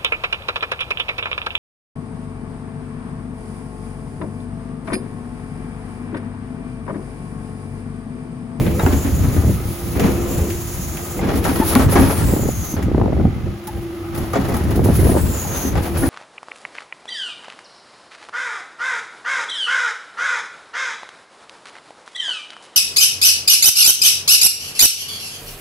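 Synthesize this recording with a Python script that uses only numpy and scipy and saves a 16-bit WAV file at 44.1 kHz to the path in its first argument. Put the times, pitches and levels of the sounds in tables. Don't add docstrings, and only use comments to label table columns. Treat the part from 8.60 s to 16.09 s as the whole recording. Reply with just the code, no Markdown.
import sys
import numpy as np
from scipy import signal
from scipy.fft import rfft, irfft, next_fast_len
from scipy.io import wavfile
from scipy.ndimage import map_coordinates

SR = 44100
rng = np.random.default_rng(int(sys.argv[2]) if len(sys.argv) > 2 else 0)


def to_wav(s):
    ch = np.atleast_2d(s).T
    pcm = np.round(np.clip(ch, -1, 1) * 32767)
    wavfile.write(sys.argv[1], SR, pcm.astype(np.int16))


N = 330309

# start_s, level_db, boom_relative_db, boom_hz, rise_s
BLOWS = [(0.193, -12.5, -11, 400, .002), (0.263, -11.5, 8, 292, 0.00054), (0.322, -20, 14.5, 272, 0.0025),
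         (0.446, -21, 12, 328, 0.0051), (0.634, -18, 4.5, 303, 0.0071), (0.763, -20, 12.5, 260, .0005),
         (1.352, -19.5, 7, 221, 0.0052), (1.393, -16.5, 1, 382, 0.0023), (1.438, -13, 10.5, 195, 0.0017),
         (1.465, -18, 8, 215, 0.0022), (2.373, -28, -8, 298, 0.0024), (2.628, -15, 10, 250, 0.013),
         (2.735, -24, 17.5, 218.7, 0.0044), (2.848, -8, -10, 398, 0.0055), (2.882, -15.5, 10, 249, 0.0077),
         (3.154, -9, 11, 274, 0.00056), (3.192, -6.5, -8, 329.5, 0.0054), (3.321, -10.5, 0, 449, .005),
         (3.355, -3.5, 2, 330, 0.0019), (3.386, -11.5, 13, 285, 0.0021), (3.412, -18, 18, 270, .004),
         (3.494, -10.5, -6, 452, 0.0028), (4.165, -17, 6, 330, 0.012), (5.576, -21, -5, 400, 0.0057),
         (5.734, -14, -2, 395.6, 0.0023), (5.755, -12.5, 3, 410, 0.0013), (5.782, -26.5, 16, 205, 0.0021),
         (5.883, -15, 6.5, 384, 0.0092), (5.94, -17, 2.5, 251, 0.0017), (6.108, -25, 12, 349.6, 0.00045),
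         (6.561, -26.5, 12, 378.6, .002), (7.044, -28.5, 22, 300.6, 0.0064),
         (7.154, -16.5, -7, 353, 0.00092), (7.238, -25, -4, 349.5, 0.0029), (7.422, -12, 7, 300, 0.0055)]
# freq_hz, density_db
CONTACT_SPECTRUM = [(200, 7), (450, 21), (800, 19), (1300, 10.5), (2200, 10), (3500, -14), (7000, 1.5),
                    (15000, -53)]
# freq_hz, t60_s
CONTACT_DECAY = [(200, 0.21), (1000, 0.22), (3000, 0.15), (10000, 0.075)]
# pitch_hz, t60_s, level_db
FRAME_MODES = [(796, 0.27, 16), (830, 0.22, -4), (1068, 0.26, 6), (1196, 0.16, 7), (1374, 0.18, 11.5),
               (1680, 0.21, 8), (1925, 0.2, -16), (2330, 0.15, -1)]
# pitch_hz, t60_s, level_db
BIN_MODES = [(155, 0.11, -10), (191, 0.24, -1), (233, 0.14, 4), (273.7, 0.25, 3), (346.4, 0.086, 2.5),
             (412.4, 0.18, -2.5), (536, 0.19, -1), (682.7, 0.15, 4)]
# freq_hz, density_db
THUD_SPECTRUM = [(25, -25), (55, -1), (85, 10), (130, -20), (190, -6), (400, -8), (1500, -80)]


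def bin_blows():
    out, t = np.zeros((2, N)), np.arange(SR // 4) / SR
    boom_rise_s, focus_octaves = .0028, .57
    thud_rise_s, thud_decay_s = .0034, .1
    for start_s, level_db, boom_db, boom_hz, rise_s in BLOWS:
        contact = noise(CONTACT_SPECTRUM, len(t)) * amp(wobble(273, len(t)))
        crash = decay(contact, CONTACT_DECAY) + .8 * contact * np.exp(-t / .004)
        clank = ring(FRAME_MODES, t, detune=.0511)
        walls = [(hz, t60_s, db - 6 * (np.log2(hz / boom_hz) / focus_octaves) ** 2)
                 for hz, t60_s, db in BIN_MODES]
        boom = ring(walls, t, detune=.013) * rise(t, boom_rise_s)
        thud = noise(THUD_SPECTRUM, len(t)) * rise(t, thud_rise_s) * np.exp(-t / thud_decay_s)
        blow = amp(-10.5) * (crash + clank) + amp(boom_db - 2.5) * (boom + amp(-13.5) * thud)
        add(out, start_s, amp(level_db) * blow * rise(t, rise_s))
    return out


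# start_s, level_db
CLICKS = [(0.2614, -26), (0.761, -28), (1.396, -16), (1.902, -22), (2.3705, -23), (2.8415, -18),
          (4.2257, -24), (5.732, -27)]
# freq_hz, density_db
STEEL_SPECTRUM = [(500, -22), (2000, 9.5), (4200, -3), (7000, 0), (15000, -2)]


def latches():
    out, t = np.zeros((2, N)), np.arange(SR // 4) / SR
    envelope = fade(t, t60_s=.084) + amp(-4) * fade(t, t60_s=.19)
    for start_s, level_db in CLICKS:
        add(out, start_s, amp(level_db - 10.5) * noise(STEEL_SPECTRUM, len(t)) * envelope)
    return out


# start_s, level_db, pitch_hz, t60_s
KNOCKS = [(0.068, -21, 563, 0.12), (0.1935, -20, 835, 0.24), (0.196, -20.5, 1370, 0.12),
          (0.2635, -11, 943, 0.043), (2.592, -17, 770, 0.094), (2.686, -21, 785, 0.11),
          (2.874, -22, 785, 0.088), (3.158, -13, 730, 0.1), (3.364, -11, 705, 0.12),
          (3.395, -14, 808, 0.11), (3.524, -17.5, 643, .1), (5.734, -13, 783, .1), (5.757, -12, 705, 0.099),
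          (5.944, -18, 1260, .05), (5.966, -19, 836, .08), (6.412, -23, 655, .08), (6.492, -13, 658, 0.077),
          (6.543, -15, 647, 0.065), (6.561, -13, 537, 0.064), (6.57, -12, 590, .05), (6.85, -22, 800, 0.11),
          (7.155, -21, 763, 0.091), (7.178, -20, 816, 0.11), (7.276, -24.5, 710, 0.11),
          (7.436, -20, 1180, 0.072)]
# pitch_ratio, t60_ratio, level_db
SHELL_MODES = [(1, 0.72, 1), (1.538, .85, -6.5), (1.96, 0.49, -18), (2.75, .5, -17)]


def knocks():
    out, t = np.zeros((2, N)), np.arange(SR // 4) / SR
    for start_s, level_db, pitch_hz, t60_s in KNOCKS:
        modes = [(pitch_hz * ratio, t60_s * share, db) for ratio, share, db in SHELL_MODES]
        shell = ring(modes, t, detune=.0165)
        add(out, start_s, amp(level_db - 1.5) * shell * rise(t, .00025))
    return out


# start_s, level_db
CRACKS = [(0.2625, -18), (3.1522, -3), (5.7335, -20), (6.108, -23), (7.1545, -22)]
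# freq_hz, density_db
CRACK_SPECTRUM = [(500, -10), (1800, 2), (4000, -2), (8000, -1), (15000, 0)]


def cracks():
    out, t = np.zeros((2, N)), np.arange(SR // 8) / SR
    envelope = pulse(t, crest_s=.0005)
    for start_s, level_db in CRACKS:
        add(out, start_s, amp(level_db - 7) * noise(CRACK_SPECTRUM, len(t)) * envelope)
    return out


# start_s, level_db
RATTLES = [(0.064, -15.5), (0.207, -28), (0.323, -19.5), (0.447, -20), (1.44, -27), (1.468, -33),
           (3.153, -12), (3.324, -33), (3.357, -17), (3.386, -22), (3.408, -25), (6.109, -22.5),
           (7.154, -26), (7.178, -20), (7.239, -20)]
# freq_hz, density_db
LINK_SPECTRUM = [(600, -21), (1500, 5), (2300, 3.5), (4000, -5), (6500, -20), (15000, -30)]


def linkage():
    out, t = np.zeros((2, N)), np.arange(SR // 8) / SR
    for start_s, level_db in RATTLES:
        buzz = unit(noise(LINK_SPECTRUM, len(t)) * amp(2.5 * wobble(320, len(t))))
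        add(out, start_s, amp(level_db - 13) * buzz * fade(t, t60_s=.17))
    return out


# start_s, end_s, level_db
SLIDES = [(0.27, 0.623, -37), (1.35, 1.878, -39.5), (2.604, 2.723, -28), (2.857, 3.14, -27.5),
          (3.337, 3.538, -31.5), (5.527, 6.304, -34), (6.276, 6.585, -32), (6.862, 6.929, -31),
          (7.157, 7.488, -34.5)]


def load_motion():
    jolt_db, settle_s = -14.5, .1
    power = sum((amp(level_db) * gate(start_s, end_s, rise_s=.0082, fall_s=.29)) ** 2
                for start_s, end_s, level_db in SLIDES)
    power *= amp(2.5 * wobble(30)) ** 2
    t = np.arange(SR) / SR
    for start_s, level_db, *_ in BLOWS:
        add(power, start_s, (amp(level_db + jolt_db) * np.exp(-t / settle_s)) ** 2)
    return np.sqrt(power)


# freq_hz, density_db
CLATTER_SPECTRUM = [(120, -18), (280, 3), (500, 2), (900, -1.5), (1500, -6), (3000, -14), (6000, -18),
                    (15000, -31.5)]


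def recycling():
    objects, taps_per_s = 10, 36
    out = np.zeros((2, N))
    for _ in range(objects):
        taps = (rng.random(N) < taps_per_s / SR) * rng.choice([-1, 1], N)
        taps = taps * amp(6.2 * np.minimum(rng.exponential(size=N), 2))
        response = decay(noise(CLATTER_SPECTRUM, SR // 5), CONTACT_DECAY)
        out += signal.fftconvolve(taps[None], response, axes=1)[:, :N]
    return load_motion() * unit(out)


# time_s, level_db
GROAN_LEVEL = [(0, -20.5), (.17, -27), (.3, -33.5), (1.1, -42), (1.3, -36), (1.43, -16), (1.6, -28),
               (1.85, -26.5), (2.05, -46), (2.55, -34), (2.6, -25), (2.67, -25), (2.8, -27), (3.5, -49),
               (4, -48), (6.9, -36.5), (7.49, -28.5)]
# centre_hz, width_hz, level_db
ARM_RESONANCES = [(186, 31, 17.5), (432, 48, 1.5), (493.6, 15, 2), (2420, 600, -5)]


def arm_groan():
    speed = 1 + .06 * wobble(6)
    groan = varispeed(resonate(noise(CLATTER_SPECTRUM), ARM_RESONANCES), speed)
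    return amp(curves(GROAN_LEVEL)[0]) * unit(groan)


# start_s, pitch_hz, length_s, level_db
SQUEAKS = [(3.005, 880, 0.041, -15), (5.067, 857, 0.044, -26.5), (5.09, 812, 0.14, -40)]


def pivot_squeaks():
    out = np.zeros(N)
    for start_s, pitch_hz, length_s, level_db in SQUEAKS:
        swell = np.hanning(int(length_s * SR))
        phase = phase_of(pitch_hz * (1 + .035 * wobble(276, len(swell))))
        add(out, start_s, amp(level_db) * swell * (np.sin(phase) + amp(-16) * np.sin(2 * phase)))
    return out


# start_s, end_s, level_db, spool_start_s
STROKES = [(0, 2.58, -37.3, -.25), (2.85, 3.24, -36, 3.1), (3.31, 4.12, -36, 3.5),
           (6.24, 7.09, -35.5, 6.47), (7.37, 7.49, -35, 7.44)]
# start_s, end_s, level_db
CREEPS = [(2.641, 2.85, -41), (5.036, 5.545, -51), (5.554, 6.242, -44), (7.166, 7.38, -41)]
# crest_s, length_s, level_db
SURGES = [(2.777, 0.07, -39), (2.873, 0.11, -33), (2.978, 0.096, -32.5), (3.096, 0.13, -27),
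          (3.193, 0.19, -30.5), (3.326, 0.083, -25.5), (3.41, 0.13, -27.5), (3.527, 0.28, -32.5),
          (6.36, 0.062, -30), (6.503, 0.12, -34.5), (7.255, 0.072, -32.5)]
# start_s, level_db
SPURTS = [(2.754, -25), (2.771, -27), (2.8447, -30), (5.07, -21.5), (5.547, -26), (5.5747, -23),
          (5.8835, -27), (5.9401, -22), (5.9649, -23), (6.0354, -28), (6.1048, -26), (6.157, -22),
          (6.24, -27)]
VALVE_OPEN_S, VALVE_CLOSE_S = .0018, .042


def oil_flow():
    leak_db = -56
    power = np.full(N, amp(leak_db) ** 2)
    for start_s, end_s, level_db, _ in STROKES:
        power += (amp(level_db + 1) * gate(start_s, end_s, VALVE_OPEN_S, VALVE_CLOSE_S)) ** 2
    for start_s, end_s, level_db in CREEPS:
        power += (amp(level_db) * gate(start_s, end_s, VALVE_OPEN_S, VALVE_CLOSE_S)) ** 2
    for crest_s, length_s, level_db in SURGES:
        add(power, crest_s - length_s / 2, amp(level_db) ** 2 * np.hanning(int(length_s * SR)))
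    flow = np.sqrt(power) * amp(1.18 * wobble(60) + 1.06 * wobble(12))
    t = np.arange(SR // 5) / SR
    for start_s, level_db in SPURTS:
        add(flow, start_s, amp(level_db - 6.5) * rise(t, .003) * fade(t, t60_s=.073))
    return flow


# time_s, pitch_hz, level_db, width_ratio
WHISTLE = [(.1, 6550, -12, 2.2), (.24, 6880, -4.5, 1.42), (.85, 6750, -8.5, 1.5), (1.0, 6450, -20, 1.4),
           (1.18, 6400, -18, 2), (1.5, 6467, -9, 1.8), (1.62, 7030, -4.5, 1.63), (2.1, 6860, -4.5, 2.06),
           (2.3, 6730, -3.5, 1.8), (2.58, 7150, -5, 1.84), (3.1, 6190, -3.5, 1), (4.1, 6236, -1, 0.86),
           (6.3, 6190, -6.5, 0.98), (6.5, 6170, 0, 1.02), (6.97, 6150, -2, .7), (7.09, 6210, -2.5, .8),
           (7.49, 6190, 0, 0.86)]


def spool():
    narrow_hz, narrow_db, creep_db, slide_s = 10670, -6, -19, .17
    t = np.arange(N) / SR
    open_hz, open_db, _ = curves(WHISTLE)
    pitch_hz, level_db = np.zeros(N), np.zeros(N)
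    last_shut_s = -np.inf
    for start_s, end_s, _, spool_start_s in STROKES:
        narrowness = np.exp(-np.maximum(t - spool_start_s, 0) / slide_s)
        stroke_hz = open_hz + (narrow_hz - open_hz) * narrowness
        stroke_db = np.where(t >= start_s, open_db + narrow_db * narrowness, creep_db)
        pitch_hz = np.where(t > last_shut_s, stroke_hz, pitch_hz)
        level_db = np.where(t > last_shut_s, stroke_db, level_db)
        last_shut_s = end_s + VALVE_CLOSE_S
    return pitch_hz, level_db


# freq_hz, density_db
JET_SPECTRUM = [(1000, 4), (2500, -3.5), (5000, -2), (7500, -3), (10000, 3), (13000, 3.5), (15500, 2.5)]


def valve():
    pitch_hz, whistle_db = spool()
    phase = phase_of(pitch_hz * (1 + .012 * wobble(30)))
    raggedness = curves(WHISTLE)[2] * (pitch_hz / pitch_hz.max()) ** 2
    tone = noise_band(phase, raggedness, base_width_hz=1100)
    octave = noise_band(2 * phase, raggedness, base_width_hz=2000)
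    whistle = stereo(tone + amp(-7) * octave, JET_SPECTRUM) * amp(1.2 * wobble(25))
    return oil_flow() * (amp(3.5) * noise(JET_SPECTRUM) + amp(whistle_db + 6.5) * whistle)


# time_s, pitch_hz, level_db
PUMP_WHINE = [(0, 340.7, -28), (.9, 338.1, -45.5), (1.2, 345, -35), (1.6, 346, -26.5), (1.95, 346, -29.5),
              (2.15, 345, -41), (2.5, 345.7, -34.5), (2.85, 331.5, -32.5), (3.05, 332.4, -22),
              (3.3, 338.4, -44), (4.8, 346.7, -39.5), (5.4, 338, -29), (6.9, 339.3, -40),
              (7.45, 335.7, -26)]
# crank_order, level_db
EXHAUST_ORDERS = [(3, -64), (6, -60), (12, -48), (15, -60)]
# freq_hz, density_db
DIESEL_SPECTRUM = [(25, -22), (55, -14), (100, 8.5), (200, -14), (300, -1.5), (450, -45), (620, -7.5),
                   (820, -13.5), (1000, -12), (1270, -14), (2100, -16.5), (3200, -19.5), (6000, -27.5),
                   (15500, -44)]
# centre_hz, width_hz, level_db
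COVER_RESONANCES = [(618, 84, -15), (793, 69, 5.5), (1250, 86, 6.5), (2055, 100, 0.5)]


def engine():
    pump_order, firings_per_turn = 20, 3
    pump_hz, pump_db = curves(PUMP_WHINE)
    crank = phase_of(pump_hz * (1 + .00736 * wobble(25.41))) / pump_order
    ripple = 1 + .26 * wobble(70)
    whine = amp(pump_db + wobble(20)) * unit(ripple * np.sin(pump_order * crank + .4 * wobble(60)))
    exhaust = sum(amp(db + 5.5 * wobble(9)) * unit(np.sin(order * crank + rng.uniform(0, 2 * np.pi)))
                  for order, db in EXHAUST_ORDERS)
    firing = 1 + .17 * np.cos(firings_per_turn * crank)
    covers = unit(resonate(noise(DIESEL_SPECTRUM), COVER_RESONANCES)) * amp(-44.5 + 3.3 * wobble(11))
    return whine + exhaust + firing * (amp(-38.5) * noise(DIESEL_SPECTRUM) + covers)


# freq_hz, density_db
WAKE_SPECTRUM = [(100, -10), (300, 11), (700, 1.5), (1100, -13), (2000, -31), (5000, -60)]


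def eddy(level_db, pitch_hz, wake_db):
    t = np.arange(SR // 25) / SR
    swing = np.sin(2 * np.pi * pitch_hz * t) * pulse(t, crest_s=.5 / pitch_hz)
    wake = noise(WAKE_SPECTRUM, len(t)) * rise(t, .0005) * np.exp(-t / .005)
    return amp(level_db - 3.5) * swing + amp(level_db + wake_db) * wake


# start_s, level_db, pitch_hz, wake_relative_db
EDDIES = [(0.232, -4, 130, -5.5), (0.25, -3, 90, -15), (0.783, -7, 89, -20), (0.849, -5, 110, -24),
          (0.877, -8, 139, -16), (0.893, -8, 99, -15), (1.004, -15.5, 334, -17), (1.085, -13, 117, -26),
          (2.194, -12, 152.6, -28), (3.0, 1, 255, -10), (3.724, -8, 169.6, -7), (3.736, -3, 240, -11),
          (3.763, -7.5, 350, 0), (3.794, -7.5, 215, -7), (3.887, -12.5, 378, 1), (4.139, -7, 231, -11),
          (4.283, -7.5, 300, -15), (4.315, -10.5, 327.3, -8.5), (4.347, -6, 299, -2.5),
          (4.386, -7, 249, -13), (4.414, -6, 170, 2.5), (4.439, -11, 352, -2), (4.459, -5, 238, -3),
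          (4.501, -9, 279.6, -9), (4.567, -17, 318, 1.5), (4.59, -8, 249, -18), (4.603, -19, 397, 3),
          (4.652, 0, 200, -9), (4.67, -8, 258, -18), (5.155, -15, 104, -31), (6.155, -13, 230.3, -27),
          (6.165, -4, 200, -18), (6.176, -13, 407, -4), (6.193, -8, 201, 0), (6.259, -6.5, 340, -1.5),
          (6.287, -5.5, 260.5, -4), (6.298, 1, 198, -16), (6.429, -7, 109.7, -12), (6.468, -10, 220, -1),
          (6.493, -17, 304, -1), (6.526, -14, 219, -9), (6.563, -7, 400, -2), (6.571, -8, 350, -4)]
# start_s, end_s, level_db
FLURRIES = [(0.8, 0.893, -22), (3.699, 3.84, -21), (4.351, 4.53, -17.5), (4.573, 4.68, -18.5),
            (6.154, 6.31, -20.5), (6.438, 6.564, -14)]


def wind_pops():
    eddies_per_s, typical_hz, spread_db = 70, 264, 8.5
    out = np.zeros((2, N))
    for start_s, level_db, pitch_hz, wake_db in EDDIES:
        add(out, start_s, eddy(level_db, pitch_hz, wake_db))
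    for start_s, end_s, level_db in FLURRIES:
        for slot_s in np.arange(start_s, end_s, 1 / eddies_per_s):
            weakness, octaves = rng.uniform(-1.18, 1, 2)
            onset_s = slot_s + rng.random() / eddies_per_s
            polarity = rng.choice([-1, 1])
            pop = eddy(level_db - spread_db * weakness, typical_hz * 2 ** octaves, wake_db=-3.5)
            add(out, onset_s, polarity * pop)
    return out


# time_s, level_db
GUSTS = [(0.0, -14.5), (0.08, -17.5), (0.18, -26.5), (0.25, -19), (0.55, -20.5), (0.9, -17), (0.94, -23.5),
         (1.11, -27), (1.17, -35), (1.33, -23.5), (1.46, -14), (1.56, -26), (1.88, -25.5), (2.54, -34),
         (2.65, -22.5), (3.11, -24), (3.19, -17), (3.6, -20.5), (3.72, -19.5), (4.01, -26), (4.51, -18.5),
         (4.92, -25.5), (5.01, -45), (5.17, -30), (5.3, -40.5), (5.61, -26.5), (5.67, -35), (5.8, -23),
         (6.12, -20), (6.44, -18.5), (6.66, -19.5), (7.01, -30), (7.2, -18.5), (7.24, -30.5), (7.49, -20)]
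# freq_hz, density_db
RUMBLE_SPECTRUM = [(20, -38), (35, -13), (55, -4), (75, 0), (105, -4), (150, -7.5), (230, -12),
                   (350, -22.5), (600, -38.5), (1500, -94), (4000, -85)]
# freq_hz, density_db
FLUTTER_SPECTRUM = [(80, 4.5), (200, 2.5), (350, 6.5), (600, -7), (1000, -32), (2000, -17), (5000, -69)]


def wind_gusts():
    breeze_db, flutter_growth = -21.5, 1.17
    gust_db = curves(GUSTS)[0] + 2.5 * wobble(14)
    flutter_db = -30 + flutter_growth * (gust_db - breeze_db)
    rumble = unit(noise(RUMBLE_SPECTRUM) * amp(1.36 * wobble(35)))
    flutter = unit(noise(FLUTTER_SPECTRUM) * amp(5.3 * wobble(100)))
    return amp(gust_db + 2.5) * rumble + amp(flutter_db) * flutter


# freq_hz, t60_s
STREET_DECAY = [(150, 0.16), (1500, 0.28), (10000, 0.33)]


def street(x):
    tail = decay(rng.standard_normal((2, SR // 2)), STREET_DECAY)
    tail = np.pad(tail / np.linalg.norm(tail[0]), ((0, 0), (SR // 80, 0)))
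    return signal.fftconvolve(x, tail, axes=1)[:, :N]


# freq_hz, correlation
PORT_CORRELATION = [(60, .78), (300, .8), (640, .48), (1400, .45), (3100, .35), (5000, .1), (6700, .7),
                    (7500, .1), (8100, -.97), (8800, -.97), (9500, .2), (10300, .85), (11300, .85),
                    (12200, 0), (13000, -.97), (13900, -.97), (14500, 0), (15300, .8)]


def stereo(pair, spectrum):
    def response(hz):
        angle = np.arccos(np.clip(log_interp(PORT_CORRELATION, hz), -1, 1)) / 2
        return amp(log_interp(spectrum, hz)) * [np.cos(angle), np.sin(angle)]
    mid, side = filtered(pair, response)
    return unit(np.array([mid + side, mid - side]))


def noise(spectrum, size=N):
    return stereo(rng.standard_normal((2, size)), spectrum)


def noise_band(phase, width_ratio, base_width_hz):
    lowpassed = filtered(rng.standard_normal((4, N)), lambda hz: 1 / (1 + (hz / base_width_hz) ** 2))
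    in_phase, quadrature = varispeed(lowpassed, width_ratio).reshape(2, 2, N)
    return unit(in_phase * np.cos(phase) + quadrature * np.sin(phase))


def ring(modes, t, detune):
    hz, t60_s, level_db = np.transpose(modes)[:, :, None]
    strength = amp(level_db + 4 * rng.standard_normal(hz.shape))
    pitch_hz = hz * (1 + detune * rng.standard_normal(hz.shape))
    phase = rng.uniform(0, 2 * np.pi, hz.shape)
    phase = phase + rng.standard_normal((2, len(hz), 1)) * np.sqrt(hz / 1800)
    partials = strength * fade(t, t60_s) * np.sin(2 * np.pi * pitch_hz * t + phase)
    return partials.sum(1) / np.linalg.norm(strength)


def resonate(x, resonances):
    return filtered(x, lambda hz: sum(
        amp(db) * 1j * hz * width_hz / (centre_hz ** 2 - hz ** 2 + 1j * hz * width_hz)
        for centre_hz, width_hz, db in resonances))


def decay(x, t60_table):
    hz, t, bins = signal.stft(x, SR, nperseg=256)
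    faded = bins * fade(t, log_interp(t60_table, hz)[:, None])
    return signal.istft(faded, SR, nperseg=256)[1][..., :x.shape[-1]]


def filtered(x, response):
    size = x.shape[-1]
    padded = next_fast_len(size + size // 8)
    return irfft(rfft(x, padded) * response(np.fft.rfftfreq(padded, 1 / SR)), padded)[..., :size]


def varispeed(channels, speed):
    position = np.cumsum(speed) % N
    return np.array([np.interp(position, np.arange(N), channel) for channel in channels])


def wobble(rate_hz, size=N):
    knots = rng.standard_normal(int(size * rate_hz / SR) + 4)
    coarse = np.arange(0, size, SR // 2000)
    return np.interp(np.arange(size), coarse, map_coordinates(knots, [coarse * rate_hz / SR]))


def curves(rows):
    time_s, *columns = np.transpose(rows)
    return [np.interp(np.arange(N) / SR, time_s, column) for column in columns]


def log_interp(points, hz):
    freq_hz, values = np.transpose(points)
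    return np.interp(np.log(hz + 1), np.log(freq_hz + 1), values)


def gate(start_s, end_s, rise_s, fall_s):
    t = np.arange(N) / SR
    return rise(np.maximum(t - start_s, 0), rise_s) * np.exp(-np.clip((t - end_s) / fall_s, 0, 20))


def rise(t, rise_s):
    return 1 - np.exp(-t / rise_s)


def fade(t, t60_s):
    return amp(-60 * t / t60_s)


def pulse(t, crest_s):
    return t / crest_s * np.exp(1 - t / crest_s)


def phase_of(hz):
    return 2 * np.pi * np.cumsum(hz) / SR


def amp(db):
    return 10 ** (np.asarray(db) / 20)


def unit(x):
    return x / np.sqrt(np.mean(np.abs(x) ** 2) + 1e-20)


def add(track, start_s, sound):
    part = track[..., max(round(start_s * SR), 0):][..., :sound.shape[-1]]
    part += sound[..., :part.shape[-1]]


def scene():
    impacts = bin_blows() + latches() + knocks() + cracks() + linkage()
    lift = (impacts + recycling() + arm_groan() + pivot_squeaks()) * amp([[.7], [-.7]])
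    return lift + amp(-35.5) * street(lift) + valve() + engine() + wind_gusts() + wind_pops()


def record(dry):
    ceiling, cutoff_hz = .92, 15900
    rounded = dry / (1 + np.abs(dry / ceiling) ** 6) ** (1 / 6)
    return filtered(rounded, lambda hz: hz < cutoff_hz)


dry = scene()
out = record(dry)
to_wav(out)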